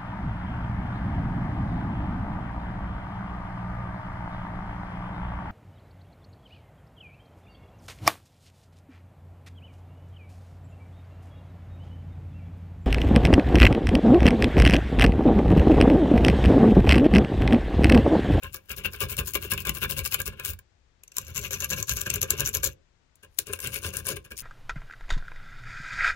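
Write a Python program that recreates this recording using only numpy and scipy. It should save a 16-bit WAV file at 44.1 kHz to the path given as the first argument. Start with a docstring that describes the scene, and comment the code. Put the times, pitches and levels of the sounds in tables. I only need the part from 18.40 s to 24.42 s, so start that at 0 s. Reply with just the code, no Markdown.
"""A steel rake is scrubbed in and out of a small lock held in a vice, close to a phone on the same bench.
Each stroke is a dense crackle of teeth on pins with some loud snaps: shaped noise that rings sharp
resonances ("modes") of the blade, the pins, the lock body, its clamp and the vice.
Three rakes are used in turn, in a small damped room made of fading noise, over faint room noise."""
import sys
import numpy as np
from scipy import signal
from scipy.fft import rfft, irfft
from scipy.io import wavfile
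from scipy.ndimage import uniform_filter1d

SR = 44100
rng = np.random.default_rng(int(sys.argv[2]) if len(sys.argv) > 2 else 0)


def to_wav(s):
    """Save 16-bit WAV."""
    ch = np.atleast_2d(s).T  # columns
    pcm = np.round(np.clip(ch, -1, 1) * 32767)  # PCM
    wavfile.write(sys.argv[1], SR, pcm.astype(np.int16))


N = 265570  # length of the scene in samples

# strokes in or out, levels relative: start_s, length_s, teeth_scrape_db, hand_push_db
STROKES = [(0.009, 0.074, -46.5, -40.5), (0.115, 0.066, -35, -49), (0.278, 0.065, -36, -38.5),
           (0.356, 0.049, -30.5, -38.5), (0.428, 0.046, -32, -34), (0.507, 0.062, -35.5, -41.5),
           (0.59, 0.064, -24, -28), (0.673, 0.073, -29.5, -37.5), (0.772, 0.032, -20, -26.5),
           (0.835, 0.092, -33, -46), (0.93, 0.04, -22.5, -30.5), (0.998, 0.084, -31, -42),
           (1.092, 0.059, -25.5, -31), (1.171, 0.063, -35.5, -43.5), (1.243, 0.057, -31, -28),
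           (1.325, 0.072, -31.5, -39.5), (1.401, 0.056, -27.5, -28.5), (1.481, 0.062, -26, -38.5),
           (1.555, 0.056, -23.5, -31), (1.629, 0.056, -25, -39.5), (1.703, 0.056, -22, -34),
           (1.774, 0.052, -41, -37), (1.848, 0.041, -27.5, -32.5), (1.913, 0.027, -54, -42.5),
           (1.955, 0.12, -54.5, -45), (2.026, 0.11, -29, -41.5), (2.727, 0.14, -47, -50),
           (2.831, 0.11, -47, -47), (2.935, 0.072, -29.5, -37.5), (2.998, 0.096, -35, -40.5),
           (3.099, 0.079, -29, -37.5), (3.173, 0.099, -34.5, -38.5), (3.284, 0.067, -26, -33),
           (3.352, 0.067, -29.5, -37.5), (3.463, 0.088, -26.5, -35), (3.541, 0.071, -32, -38.5),
           (3.592, 0.048, -37.5, -42), (3.648, 0.033, -33, -32.5), (3.688, 0.027, -34, -32.5),
           (3.715, 0.067, -32.5, -36.5), (3.803, 0.042, -28, -33), (3.865, 0.1, -38.5, -38.5),
           (3.955, 0.087, -33, -34.5), (4.039, 0.055, -24, -36.5), (4.124, 0.062, -26, -32.5),
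           (4.221, 0.068, -23, -37), (4.823, 0.017, -49, -48.5), (4.964, 0.069, -42.5, -52),
           (5.053, 0.06, -45, -39), (5.093, 0.085, -42.5, -49.5), (5.199, 0.11, -35.5, -35),
           (5.302, 0.097, -32.5, -37.5), (5.408, 0.1, -31.5, -33.5), (5.511, 0.11, -34, -39.5),
           (5.634, 0.12, -33, -33.5), (5.754, 0.015, -36.5, -42), (5.839, 0.019, -46.5, -45),
           (5.899, 0.03, -43, -40), (5.95, 0.083, -40.5, -58)]
# pins snapping over a tooth, tips touching the lock, levels relative: time_s, snap_db, lock_knock_db
SNAPS = [(0.035, -17.5, -36), (0.1458, -12, -26.5), (0.6085, -17, -23), (0.769, -12, -35), (0.789, -6, -36),
         (0.8762, -13, -26.5), (0.954, -2, -9.5), (1.0261, -13, -26), (1.1182, -6, -16), (1.122, -10, -14),
         (1.1363, -7, -33), (1.1781, -11.5, -23.5), (1.2527, -11, -19), (1.271, -5.5, -18),
         (1.2948, 1, -13), (1.423, -24, -28), (1.499, -15, -23), (1.569, -13, -40.5), (1.661, -5.5, -24),
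         (1.744, 1.5, -11), (1.8029, -8, -20), (1.818, -7.5, -38), (1.859, -12.5, -39), (1.879, -8.5, -24),
         (1.9983, -12.5, -22), (2.05, -6, -27), (2.135, -21.5, -36.5), (2.1907, -25, -41),
         (2.6362, -29.5, -50), (2.6797, -32, -55.5), (2.72, -30, -46), (2.7688, -7, -28),
         (2.784, -5.5, -24), (2.9616, -17, -25), (2.978, -9, -32), (3.1091, -16, -20), (3.132, -7, -28),
         (3.142, -21, -30), (3.2042, -12.5, -54), (3.2449, -10.5, -27), (3.3087, -11, -36),
         (3.402, -13, -45), (3.4277, -7.5, -27.5), (3.4943, -3.5, -23), (3.5704, -12.5, -23.5),
         (3.6152, -6.5, -31), (3.6692, -20, -26), (3.7025, -3, -27), (3.7408, -6.5, -39), (3.7587, -7, -25),
         (3.8301, -3, -26), (3.9063, 1.5, -18), (3.9985, -9, -23.5), (4.006, 2, -26.5),
         (4.0576, -21, -43.5), (4.0728, -19, -24), (4.0907, -15, -42), (4.1502, -5, -34.5),
         (4.2337, -7.5, -16), (4.243, -4.5, -24.5), (4.27, -10.5, -32.5), (4.289, -25, -32.5),
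         (4.7564, -39, -66), (4.835, -38, -34.5), (4.848, -41, -38), (4.989, 4, -22), (5.07, -18.5, -52),
         (5.1347, -10, -20.5), (5.191, -24, -29), (5.2037, -14, -30.5), (5.273, -9.5, -35),
         (5.5374, -21, -28), (5.5698, -8.5, -32), (5.669, -10.5, -33), (5.688, -15, -22),
         (5.769, -21.5, -24), (5.85, -42, -39), (5.9893, -19, -37), (6.0051, -18.5, -48)]


def rake():
    """Blade and pins: short bright modes whose balance changes with the rake in use."""
    # modes of each part: pitch_hz, width_hz, left_minus_right_db, rake_1_db, rake_2_db, rake_3_db
    blade_modes = [(8240, 1300, 14, -5, 1, -2.5), (9700, 590, 20, -4.5, -16, 4.5),
                   (10640, 450, 17, -2, -16.5, -4), (11480, 480, 44, -5.5, 6, -1),
                   (12240, 920, 13, 3, -3, -13), (13200, 910, 11, 1.5, 11, -0.5),
                   (14650, 900, 9, 9, -0.5, 0), (16700, 1200, 13, 13, 15.5, -7)]
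    pin_modes = [(4380, 390, 6, -9, -5.5, -27), (5470, 690, 1.9, -3.5, -38, 5),
                 (6196, 230, 2.1, -14.5, 4, -2), (6710, 250, 4.9, -8.5, 2.5, 6), (7240, 250, 22, 0, 7, 2)]
    # pins against blade, in a scrape and in a snap: rake_1_db, rake_2_db, rake_3_db
    pins_scrape_db = (-15, -4.5, -8.5)
    pins_snap_db = (-16.5, -7.5, -15.5)

    ticks = crackle(180., spread_db=3.6, burst_s=.00055, hiss_db=-6.)
    scrape_db = np.array(STROKES)[:, 2]
    rub = effort(scrape_db, tail_s=0.0036) * ticks * pair((N,))
    parts = (
        (pin_modes, in_use(pins_snap_db), in_use(pins_scrape_db)),
        (blade_modes, 1, 1),
    )
    out = 0
    for modes, snap_gain, scrape_gain in parts:
        m = np.array(modes)
        blows = snap_gain * snaps(np.array(SNAPS)[:, 1], rise_s=0.0011, burst_s=0.0011)
        gains = [in_use(row) for row in m[:, 3:]]
        rows = ring(m[:, 0], m[:, 1], gains, blows, scrape_gain * rub)
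        out = out + both(rows, m[:, 2], 90., place_db=3.3, aim_db=2.53)
    return band(out, 2600.0, .45 * SR)


def lock():
    """The lock body and the clamp that holds it take the heavier bumps of the teeth."""
    # modes of each part: pitch_hz, width_hz, level_db, left_minus_right_db
    body_modes = [(1058, 27, -7, 16), (1185, 64, -6, 2), (1482, 92, -12.5, -4), (1623, 102, 3.5, 0.5),
                  (2332, 55, -3.5, -2.5), (2513, 66, -2.5, 19.5), (2744, 186, 12, 25.5),
                  (3020, 260, -9.5, 19), (3510, 45, -9.5, 23)]
    clamp_modes = [(339, 23, -12.5, 9.5), (410, 51, 5, 3.5), (523, 43, 1.5, 3.5), (559, 200, -14.5, -0.5)]
    # lock body against vice under the same push: rake_1_db, rake_2_db, rake_3_db
    body_share_db = (2, 2, 0.5)
    # how strongly the clamp speaks: rake_1_db, rake_2_db, rake_3_db
    clamp_share_db = (-9, -7, -6.5)

    bumps = crackle(250., spread_db=2.77, burst_s=0.0014, hiss_db=-16.5) * rng.standard_normal(N)
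    push_db = np.array(STROKES)[:, 3]
    body_rub = in_use(body_share_db) * effort(push_db, tail_s=0.0082, skew=0.92) * bumps
    clamp_rub = effort(push_db, tail_s=0.0092, skew=0.92) * bumps
    knocks = snaps(np.array(SNAPS)[:, 2], rise_s=0.0031, burst_s=0.0057)[0]

    m, c = np.array(body_modes), np.array(clamp_modes)
    body_rows = ring(m[:, 0], m[:, 1], undb(m[:, 2]), knocks, body_rub)
    body = both(body_rows, m[:, 3], 40., place_db=2.96, aim_db=1.76)
    clamp_rows = ring(c[:, 0], c[:, 1], undb(c[:, 2]), undb(-9.0) * knocks, clamp_rub)
    clamp = both(clamp_rows, c[:, 3], 30., place_db=3.0, aim_db=0.72)
    return band(body, 1164.0, 8100.0, order=3) + in_use(clamp_share_db) * band(clamp, 308.0, 660.0)


def vice():
    """The push of the hand shakes vice and bench; it reaches the phone through the wood."""
    # modes: pitch_hz, width_hz, level_db, left_minus_right_db
    vice_modes = [(63, 15, -5, -3.5), (84, 11, -1.5, -1.5), (104.4, 36, 5.5, 5), (135, 11.8, -6, 4.5),
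                  (185, 20, -9, 2)]
    # how strongly the vice speaks: rake_1_db, rake_2_db, rake_3_db
    vice_share_db = (-0.5, 1.5, -2.5)

    m = np.array(vice_modes)
    shaking = crackle(150., spread_db=2., burst_s=0.0014, hiss_db=-1.0) * rng.standard_normal(N)
    push = effort(np.array(STROKES)[:, 3], tail_s=0.02)
    rub = in_use(vice_share_db) * push * shaking
    rows = ring(m[:, 0], m[:, 1], undb(m[:, 2]), 0, rub)
    return band(both(rows, m[:, 3], 9.5, place_db=0.59, aim_db=2.5), 54.0, 260.0)


def effort(db, tail_s, skew=0.88, drag_db=-23.0, drag_s=.14):
    """Each stroke swells and fades as the blade speeds up and stops; near strokes it still drags lightly."""
    out = np.zeros(N)
    for (s, length, *_), gain in zip(STROKES, undb(db)):
        i = np.arange(max(int(s * SR), 0), min(int((s + length) * SR), N))
        progress = np.clip((i / SR - s) / length, 0, 1)
        out[i] += gain * np.sin(np.pi * progress ** skew) ** 1.95
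    keep = np.exp(-1 / (tail_s * SR))
    power = signal.lfilter([1 - keep], [1, -keep], out ** 2)
    drag = undb(2 * drag_db) * uniform_filter1d(out ** 2, int(drag_s * SR))  # doubled dB: this is power
    return np.sqrt(power + np.maximum(drag, 0))


def crackle(per_s, spread_db, burst_s, hiss_db, uneven=.6):
    """Envelope of unequal slips at loosely even gaps, each swelling and dying, over friction hiss; rms 1."""
    gap, size = rng.random(N // 20), rng.exponential(size=N // 20)
    gap_samples = SR / per_s * (1 + np.clip(uneven, 0, .95) * (2 * gap - 1))
    at = np.cumsum(gap_samples).astype(int)
    heights = undb(spread_db * np.minimum(size, 3))
    slips = np.bincount(at[at < N], heights[at < N], N)
    keep = np.exp(-1 / (burst_s * SR))
    bursts = signal.lfilter([1], [1, -2 * keep, keep ** 2], slips)
    return unit(unit(bursts) + undb(hiss_db))


def snaps(db, rise_s, burst_s):
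    """Each snap is a rattle of contacts that builds up briefly and dies; its level sets the energy."""
    before = 150  # samples of build-up ahead of the snap time
    t = (np.arange(500) - before) / SR
    shape = pair((len(SNAPS), len(t))) * np.exp(np.minimum(t / rise_s, -t / burst_s))
    shape *= undb(db)[:, None] / np.linalg.norm(shape, axis=2, keepdims=True)
    out = np.zeros((2, N + len(t)))
    for k, (s, *_) in enumerate(SNAPS):
        out[:, int(s * SR):int(s * SR) + len(t)] += shape[:, k]
    return out[:, before:N + before]


def ring(hz, width_hz, gains, blows, rub):
    """One row per mode, wider modes dying faster; blows set the summed peak, rubbing the summed rms."""
    decay = np.exp(-np.pi * width_hz / SR)
    angle = 2 * np.pi * hz / SR
    force = blows / np.sqrt(sum(g ** 2 for g in gains))
    force = force + rub / np.sqrt(sum(g ** 2 / (2 - 2 * q * q) for g, q in zip(gains, decay)))
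    rows = []
    for q, a, g in zip(decay, angle, gains):
        rows.append(signal.lfilter([0, q * np.sin(a)], [1, -2 * q * np.cos(a), q * q], g * force))
    return rows


def both(modes, pan_db, per_s, place_db, aim_db):
    """Left and right sums: the contact favours modes from pin to pin, the moving hand screens each port."""
    out = np.zeros((2, N))
    for m, p in zip(modes, pan_db):
        place = wander(per_s, place_db)
        left = wander(per_s, aim_db)
        right = wander(per_s, aim_db) * undb(-p)
        out += m * place * [left, right]
    return out


def pair(shape):
    """Noise for the two ports: they face different parts of the steel, so only a share is common."""
    common, own = rng.standard_normal((2,) + shape)
    alike = 0.37  # share that both ports hear alike, 0 to 1
    return np.array([common, alike * common + np.sqrt(1 - alike ** 2) * own])


def in_use(db):
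    """Gain over time from one dB value for each rake."""
    # when the second and third rake take over: second_rake_s, third_rake_s
    rake_change_s = (2.4, 4.6)
    return undb(db)[np.searchsorted(rake_change_s, np.arange(N) / SR)]


def room(x):
    """The room's echoes: octave bands of decaying noise, unrelated at the two ports."""
    # time to fade by 60 dB: pitch_hz, fade_s
    room_fade = [(200, 0.46), (1000, 0.11), (4000, 0.11), (12000, 0.06)]
    room_db = -15.5  # whole tail against the direct sound
    t = np.arange(int(.35 * SR)) / SR
    hz, t60 = np.transpose(room_fade)
    tail = 0
    for f in 250 * 2 ** np.arange(7.):
        fade_s = np.interp(np.log(f), np.log(hz), t60)
        fade = undb(-60 * t / fade_s) * np.clip(t / 0.0054, 0, 1)  # the echoes build up over 5.4 ms
        noise = rng.standard_normal((2, len(t)))
        tail = tail + fade * band(noise, f / np.sqrt(2), f * np.sqrt(2))
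    tail *= undb(room_db) / np.sqrt(np.sum(tail ** 2) / 2)
    return signal.fftconvolve(x[None], tail, axes=1)[:, :N]


def air():
    """Room noise, more alike at both ports in the bass and 9 dB stronger on the left."""
    # colour of the noise, relative level per Hz: pitch_hz, level_db
    air_colour = [(15, -30), (25, 0), (89, -5), (223, -20), (1150, -27), (1550, -26), (7410, -36),
                  (9500, -54), (12400, -84), (20900, -120)]
    air_db = -66  # rms of the mean of both ports
    f = np.fft.rfftfreq(N, 1 / SR) + 1
    hz, db = np.transpose(air_colour)
    mid, side = rfft(rng.standard_normal((2, N)))
    apart = np.clip(f / 330.0, .3, 1)
    left = (mid + apart * side) * undb(6.5)
    right = (mid - apart * side) * undb(-2.5)
    colour = undb(np.interp(np.log(f), np.log(hz), db))
    noise = irfft(np.array([left, right]) * colour, N)
    return undb(air_db) * noise / np.std(noise.mean(axis=0))


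def wander(per_s, spread_db):
    """A gain that drifts at random."""
    k = int(SR / per_s)
    steps = np.repeat(rng.standard_normal(N // k + 1), k)
    drift = uniform_filter1d(steps, k)[:N]
    return undb(spread_db * 1.31 * drift)  # 1.31 makes up for the spread lost in smoothing


def undb(db):
    """Turn decibels into a plain gain."""
    return 10 ** (np.asarray(db, float) / 20)


def unit(x):
    """Scale to an rms level of 1."""
    return x / np.sqrt(np.mean(x ** 2))


def band(x, lo_hz, hi_hz, order=2):
    """Keep only the pitches between two limits."""
    sos = signal.butter(order, [lo_hz, min(hi_hz, .45 * SR)], "band", fs=SR, output="sos")
    return signal.sosfilt(sos, x)


def scene():
    """Rake, lock and vice reach the right port slightly late; room echoes and room noise are added."""
    steel = rake() + lock()
    near = steel + vice()
    right_lag_s = .000115
    lag = int(round(right_lag_s * SR))
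    near[1] = np.concatenate([np.zeros(lag), near[1, :N - lag]])
    return near + room(steel[0]) + air()


def record(dry):
    """The phone rounds the very loudest snaps and cuts the top."""
    top_hz = 15830
    rounded = np.tanh(1.25 * dry) / 1.25
    return signal.sosfilt(signal.ellip(12, .3, 85, top_hz, fs=SR, output="sos"), rounded)


dry = scene()
out = record(dry)
to_wav(out)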